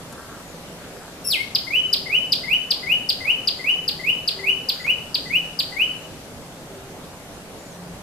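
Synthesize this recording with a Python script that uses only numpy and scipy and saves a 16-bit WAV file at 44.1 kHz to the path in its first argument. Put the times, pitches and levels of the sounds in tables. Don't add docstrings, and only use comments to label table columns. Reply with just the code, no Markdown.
import sys
import numpy as np
from scipy import signal
from scipy.fft import irfft
from scipy.io import wavfile
from scipy.ndimage import uniform_filter1d

SR = 44100
rng = np.random.default_rng(int(sys.argv[2]) if len(sys.argv) > 2 else 0)


def to_linear_factor(level_db):
    exponent = np.asarray(level_db, float) / 20
    return 10 ** exponent


def put_to_file(sound):
    columns = np.atleast_2d(sound).T
    safe = np.clip(columns, -1, 1)
    whole_steps = np.round(safe * 32767)
    wavfile.write(sys.argv[1], SR, whole_steps.astype(np.int16))


N = 354034


def evened(x):
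    return x / np.sqrt(np.mean(x ** 2) + 1e-20)


def read(points, hz):
    f, *values = np.transpose(points)
    return np.squeeze([np.interp(np.log(hz + 1), np.log(f + 1), v) for v in values])


def add(mix, s, sound):
    part = mix[max(round(s * SR), 0):][:len(sound)]
    part += sound[:len(part)]


def follow(rows):
    s, *columns = np.transpose(rows)
    s = np.maximum.accumulate(s)
    t = np.arange(rows[0][0], rows[-1][0], 1 / SR)
    return [uniform_filter1d(np.interp(t, s, c), size=45, mode="nearest") for c in columns]


def drift(count, width):
    noise = rng.standard_normal(max(count, 20000))[:count]
    smooth = uniform_filter1d(noise, int(width))
    return evened(uniform_filter1d(smooth, int(width)))


# multiple of the pitch, level/dB before beak and strain
VOICE_OVERTONES = [(2, -25.5), (3, -31.5), (4, -36), (5, -30.5), (6, -34)]
# f/Hz, gain/dB
BEAK_GAIN = [(4500, -19), (6500, -12), (8400, -6.5), (9500, -17.5), (10800, 3), (12200, -5), (13000, 7),
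             (13800, 11)]


def syrinx(hz, level_db, over_db=0., half_db=-91.0, rasp_db=-90.):
    turn = 2 * np.pi * np.cumsum(hz * (1 + 0.0033 * drift(len(hz), 77))) / SR
    tone = np.sin(turn)
    for k, db in VOICE_OVERTONES:
        flutter = 1 + 0.83 * drift(len(hz), 60)
        heard = k * hz < 17000
        overtone_db = db + over_db + read(BEAK_GAIN, k * hz)
        tone += to_linear_factor(overtone_db) * flutter * np.sin(k * turn) * heard
    halves = 0.45 * np.sin(turn / 2) + 0.58 * np.sin(3 * turn / 2) + 2.3 * np.sin(5 * turn / 2)
    tone += to_linear_factor(half_db) * halves
    rasp = np.diff(rng.standard_normal(20000), n=2)[:len(hz)]
    tone += to_linear_factor(rasp_db) * rasp
    return to_linear_factor(level_db) * tone


# t/s, f/Hz, level/dB at the bird
OPENING_CONTOUR = [(1.243, 5590, -43), (1.251, 5450, -34.5), (1.266, 5340, -28.5), (1.282, 5490, -27.5),
                   (1.292, 5450, -29), (1.31, 4630, -18.5), (1.345, 2655, -18.5), (1.358, 2164, -23.5),
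                   (1.376, 2040, -26), (1.417, 2200, -20), (1.426, 2200, -36)]


def opening_note():
    strain_db, strain_db_per_octave, easy_hz, strain_top_db = -15, 34.5, 2200, 25.5
    half_start_db, half_fade_db_per_s = -1, -380
    out = np.zeros(N)
    hz, level_db = follow(OPENING_CONTOUR)
    over_db = np.minimum(strain_db + strain_db_per_octave * np.log2(hz / easy_hz), strain_top_db)
    half_db = half_start_db + half_fade_db_per_s * np.arange(len(hz)) / SR
    add(out, OPENING_CONTOUR[0][0], syrinx(hz, level_db, over_db, half_db, rasp_db=-28))
    return out


# t/s, level/dB added to the contour, length/s
CHIP_EVENTS = [(1.5502, -6, 0.015), (1.93, -5.5, 0.018), (2.3224, -5, 0.017), (2.7075, -6.5, 0.017),
               (3.091, -7.5, 0.02), (3.475, -7, 0.018), (3.88, -9.5, 0.018), (4.2777, -8, 0.018),
               (4.6888, -8, 0.018), (5.1454, -7.5, 0.016), (5.5912, -8.5, 0.02)]
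# share of the length, factor on the reference pitch, level/dB
CHIP_CONTOUR = [(-.13, 1.086, -68), (-.06, 1.038, -6.5), (.04, .99, -10), (.22, .97, -4), (.45, .86, -7),
                (.62, .735, -10), (.8, .59, -14.5), (.98, .45, -25), (1.04, 0.34, -34)]


def chips():
    reference_hz, sag_hz_per_s = 5065, 50
    out = np.zeros(N)
    for s, db, length in CHIP_EVENTS:
        factor, shape_db = follow(np.multiply(CHIP_CONTOUR, (length, 1, 1)))
        hz = (reference_hz - sag_hz_per_s * (s - CHIP_EVENTS[0][0])) * factor
        start = s + CHIP_CONTOUR[0][0] * length
        add(out, start, syrinx(hz, db + shape_db, over_db=9.0, rasp_db=-27.5))
    return out


# start t/s, middle of the climb t/s, level/dB added to the contour, top f/Hz,
# end of the top note t/s after the middle (at least 0.028 s is sung)
WHISTLE_EVENTS = [(1.67, 1.743, -14.5, 3010, 0.055), (2.06, 2.136, -13.5, 3000, 0.039),
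                  (2.436, 2.52, -13, 3000, 0.032), (2.829, 2.907, -13.5, 2978, 0.038),
                  (3.206, 3.288, -13, 3000, 0.029), (3.592, 3.68, -14, 3000, 0.038),
                  (3.993, 4.08, -14, 2990, 0.021), (4.389, 4.478, -14, 2986, 0.0319),
                  (4.797, 4.885, -14.5, 2970, 0.031), (5.257, 5.343, -14, 2967, 0.032),
                  (5.721, 5.805, -13.5, 3000, 0.032)]
# t/s from the start, factor on the top pitch, level/dB
WHISTLE_LEAD_IN = [(-.003, .63, -25), (.001, .68, -15.5), (.009, .712, -10), (.02, .69, -13.5),
                   (.031, .65, -21.5)]
# t/s from the middle, factor on the top pitch, level/dB
WHISTLE_CLIMB = [(-.046, .665, -21.5), (-.036, .715, -9), (-.018, .778, -11), (-.004, .85, -4),
                 (.007, .888, -5), (.014, .935, -1.5), (.022, 0.98, 0.5)]


def whistles():
    lead_sag_per_s, lead_fade_db_per_s = 0.00583, 1.65
    out = np.zeros(N)
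    for start, middle, db, top_hz, end in WHISTLE_EVENTS:
        end = max(end, .028)
        hold = [(end, 1, -1.5), (end + 0.022, .99, -36)]
        sung = start - WHISTLE_EVENTS[0][0]
        lead = np.add(WHISTLE_LEAD_IN, (start, -lead_sag_per_s * sung, -lead_fade_db_per_s * sung))
        climb = np.add(list(WHISTLE_CLIMB) + hold, (middle, 0, 0))
        rows = np.vstack([lead, climb])
        factor, shape_db = follow(rows)
        add(out, rows[0, 0], syrinx(top_hz * factor, db + shape_db))
    return out


def songbird():
    return opening_note() + chips() + whistles()


# f/Hz, left level/dB, right level/dB
PATH_COLOUR = [(1870, 4, -8.5), (2200, -0.5, -11.5), (2314, -9, -1.5), (2416, 1, 6.5), (2502, -1, 6.5),
               (2627, 1.5, -3), (2820, 3.5, -4), (3000, 4.5, 2), (2970, 3, -0.5), (4400, 0, 0.5),
               (5260, 3, -2), (8000, 3.5, -0.5), (13700, -3.5, -15.5)]
# f/Hz, reverberation time t60/s
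TAIL_DECAY = [(1500, 0.51), (3000, 0.52), (5000, 0.52), (9000, 0.42)]
ARRIVAL_TIMES = [(0, 1.83, 3.6, 5.5, 8.5, 10.2, 28.5), (.005, 1.48, 3.505, 5.33, 8.1, 14.8, 33)]
ARRIVAL_LEVELS = [(-.5, -6, -12, -14, -31, -10.5, -11.5), (-.5, -17, -4.5, -10.5, -4.5, -20.5, -8.5)]


def garden(x):
    tail_db = -4.5
    bins = np.fft.rfftfreq(4096, 1 / SR)
    path = np.exp(-2j * np.pi * bins * 512 / SR) * to_linear_factor(read(PATH_COLOUR, bins))
    delays = np.exp(-2j * np.pi * np.multiply.outer(ARRIVAL_TIMES, bins) / 1000)
    early = (to_linear_factor(np.array(ARRIVAL_LEVELS))[:, :, None] * delays).sum(axis=1)
    tails = np.zeros((2, N))
    for k in range(3):
        taps = np.zeros((2, 30000))
        at = np.arange(260, 29980, 20) + rng.integers(0, 20, (2, 1486))
        np.put_along_axis(taps, at, rng.choice([-1., 1.], at.shape), 1)
        hz, t, z = signal.stft(taps, SR, nperseg=256)
        decay = to_linear_factor(-60 * t / read(TAIL_DECAY, hz)[:, None])
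        tail = signal.istft(z * decay, SR, nperseg=256)[1]
        tail /= np.linalg.norm(tail[0])
        share = np.sqrt(2 / 3) * np.cos(np.pi * (np.arange(N) / SR * .45 + k / 3))
        tails += signal.oaconvolve((x * share)[None], tail, axes=1)[:, :N]
    near = signal.oaconvolve(x[None], irfft(early * path), axes=1)
    far = signal.oaconvolve(tails, irfft(path), axes=1)
    return (near + to_linear_factor(tail_db) * far)[:, 512:N + 512]


# t/s, level/dB before decay and side balance, middle of the band f/Hz
LEAF_TICKS = [(.125, -39.5, 8000), (4.865, -31.5, 1250)]


def leaf_ticks():
    out = np.zeros(N)
    t = np.arange(600) / SR
    for s, db, hz in LEAF_TICKS:
        band = [hz * 0.65, min(hz * 1.4, SR / 2.1)]
        puff = signal.lfilter(*signal.butter(1, band, "band", fs=SR), rng.standard_normal(len(t)))
        add(out, s, to_linear_factor(db) * evened(puff) * np.exp(-t / 0.0076))
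    return out


# start t/s, length t/s, pitch f/Hz, level/dB before fades and side balance, throat f/Hz
HOARSE_CALLS = [(0.05, 0.42, 215.6, -45.5, 1340), (0.761, .42, 200.6, -49.5, 1470)]


def far_calls():
    out = np.zeros(N)
    for s, length, pitch_hz, db, throat_hz in HOARSE_CALLS:
        u = np.arange(0, 1, 1 / (length * SR))
        hz = pitch_hz * (1 + 0.044 * np.sin(np.pi * u) + 0.026 * drift(len(u), 290))
        turn = 2 * np.pi * np.cumsum(hz) / SR
        voice = sum(np.exp(-((k * hz - throat_hz) / 420) ** 2) * np.sin(k * turn) for k in range(3, 12))
        rasp = 1 + 0.75 * drift(len(u), 120)
        add(out, s, to_linear_factor(db) * evened(voice * rasp) * signal.windows.tukey(len(u), .55))
    return out


# loudest moment t/s, level/dB before fluctuation and side balance
THIN_NOTES = [(.5, -52), (4.82, -48), (7.665, -48.5)]
# t/s from the loudest moment, f/Hz, level/dB
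THIN_CONTOUR = [(-.09, 7050, -22), (-.075, 7150, -4), (-.035, 6800, -11), (0, 6840, 0), (.04, 6720, -6),
                (.075, 6100, -6), (.1, 5850, -10), (.11, 5800, -25)]


def far_bird():
    out = np.zeros(N)
    hz, shape_db = follow(THIN_CONTOUR)
    for s, db in THIN_NOTES:
        level_db = db + shape_db + 3.0 * drift(len(hz), 200)
        tone = to_linear_factor(level_db) * np.sin(2 * np.pi * np.cumsum(hz) / SR)
        add(out, s + THIN_CONTOUR[0][0], tone)
    return out


def hum(hz, db, count):
    turn = 2 * np.pi * np.cumsum(hz * (1 + 0.00597 * drift(count, 2460))) / SR
    return np.sqrt(2) * to_linear_factor(db + 0.53 * drift(count, 1200)) * np.sin(turn)


# mean f/Hz, mean rms level/dB
LASTING_HUMS = [(388, -57.5), (165.3, -54.5)]
# start t/s, length t/s, mean f/Hz, mean rms level/dB between the fades
HUM_SWELLS = [(.45, 0.33, 167.7, -57), (1.752, 0.51, 388, -49.5), (4.3, 0.32, 386.6, -41),
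              (5.33, 0.15, 169.6, -43), (6.619, .4, 388, -44), (7.7, 0.33, 175.8, -41)]


def hums():
    out = sum(hum(hz, db, N) for hz, db in LASTING_HUMS)
    for s, length, hz, db in HUM_SWELLS:
        count = round(length * SR)
        add(out, s, hum(hz, db, count) * signal.windows.tukey(count, .6))
    return out


# f/Hz, level/dB
WASH_SPECTRUM = [(12, -40), (20, -9.5), (82, -3.5), (114, -5.5), (160, 4.5), (200, -8), (260, 0), (340, -7),
                 (500, -3), (700, -6), (1100, -12.5), (2060, -17.5), (4000, -20), (7960, -23),
                 (13100, -27.5), (14600, -34)]
# t/s, level/dB
TREBLE_COURSE = [(0, 2.4), (1.2, 1.8), (5.9, 2.6), (6.5, 0.8), (8.03, 0.8)]
# f/Hz, correlation from -1 to 1
PORT_LIKENESS = [(60, 0.95), (150, 0.9), (380, 0.92), (940, 0.74), (2360, -0.098), (5920, -0.096),
                 (14800, -0.017)]
# f/Hz, left over right level/dB
PORT_BALANCE = [(60, -3), (240, 0), (940, -1.0), (3740, 1), (14800, 3.5)]


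def town():
    wash_db = -44
    frames, hz = N // 256 + 5, np.fft.rfftfreq(1024, 1 / SR)
    a, b, c, d, patches = rng.standard_normal((frames, 513, 5)).T
    patches = uniform_filter1d(patches, size=10, axis=0)
    patches = evened(uniform_filter1d(patches, size=16, axis=1))
    t = np.arange(frames) * 256 / SR
    treble = np.clip(np.log2(hz / 900 + 1e-9), 0, 1)[:, None]
    level_db = wash_db + treble * np.interp(t, *np.transpose(TREBLE_COURSE))
    same = np.clip(read(PORT_LIKENESS, hz), -1, 1)[:, None]
    left = a + 1j * b
    right = same * left + np.sqrt(1 - same ** 2) * (c + 1j * d)
    lean = read(PORT_BALANCE, hz)[:, None] / 2
    colour = to_linear_factor(read(WASH_SPECTRUM, hz))[:, None]
    gain = colour * to_linear_factor(level_db + 1.26 * patches + np.array([lean, -lean]))
    wash = signal.istft(np.array([left, right]) * gain, nperseg=1024, noverlap=768)[1][:, :N]
    return 2.12 * wash / np.linalg.norm(colour)


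def scene():
    to_ports = to_linear_factor(np.array([[1.5], [-1.5]]))
    small_sounds = leaf_ticks() + far_calls() + far_bird()
    return garden(songbird()) + small_sounds * to_ports + hums() + town()


def band_limit(x):
    return signal.sosfilt(signal.butter(12, 15440, fs=SR, output="sos"), x)


def record(dry):
    edge_hz = 14270
    lowpass = signal.firwin(511, edge_hz, window=("kaiser", 8), fs=SR)
    limited = signal.oaconvolve(dry, lowpass[None], "same")
    return band_limit(limited)


dry = scene()
out = record(dry)
put_to_file(out)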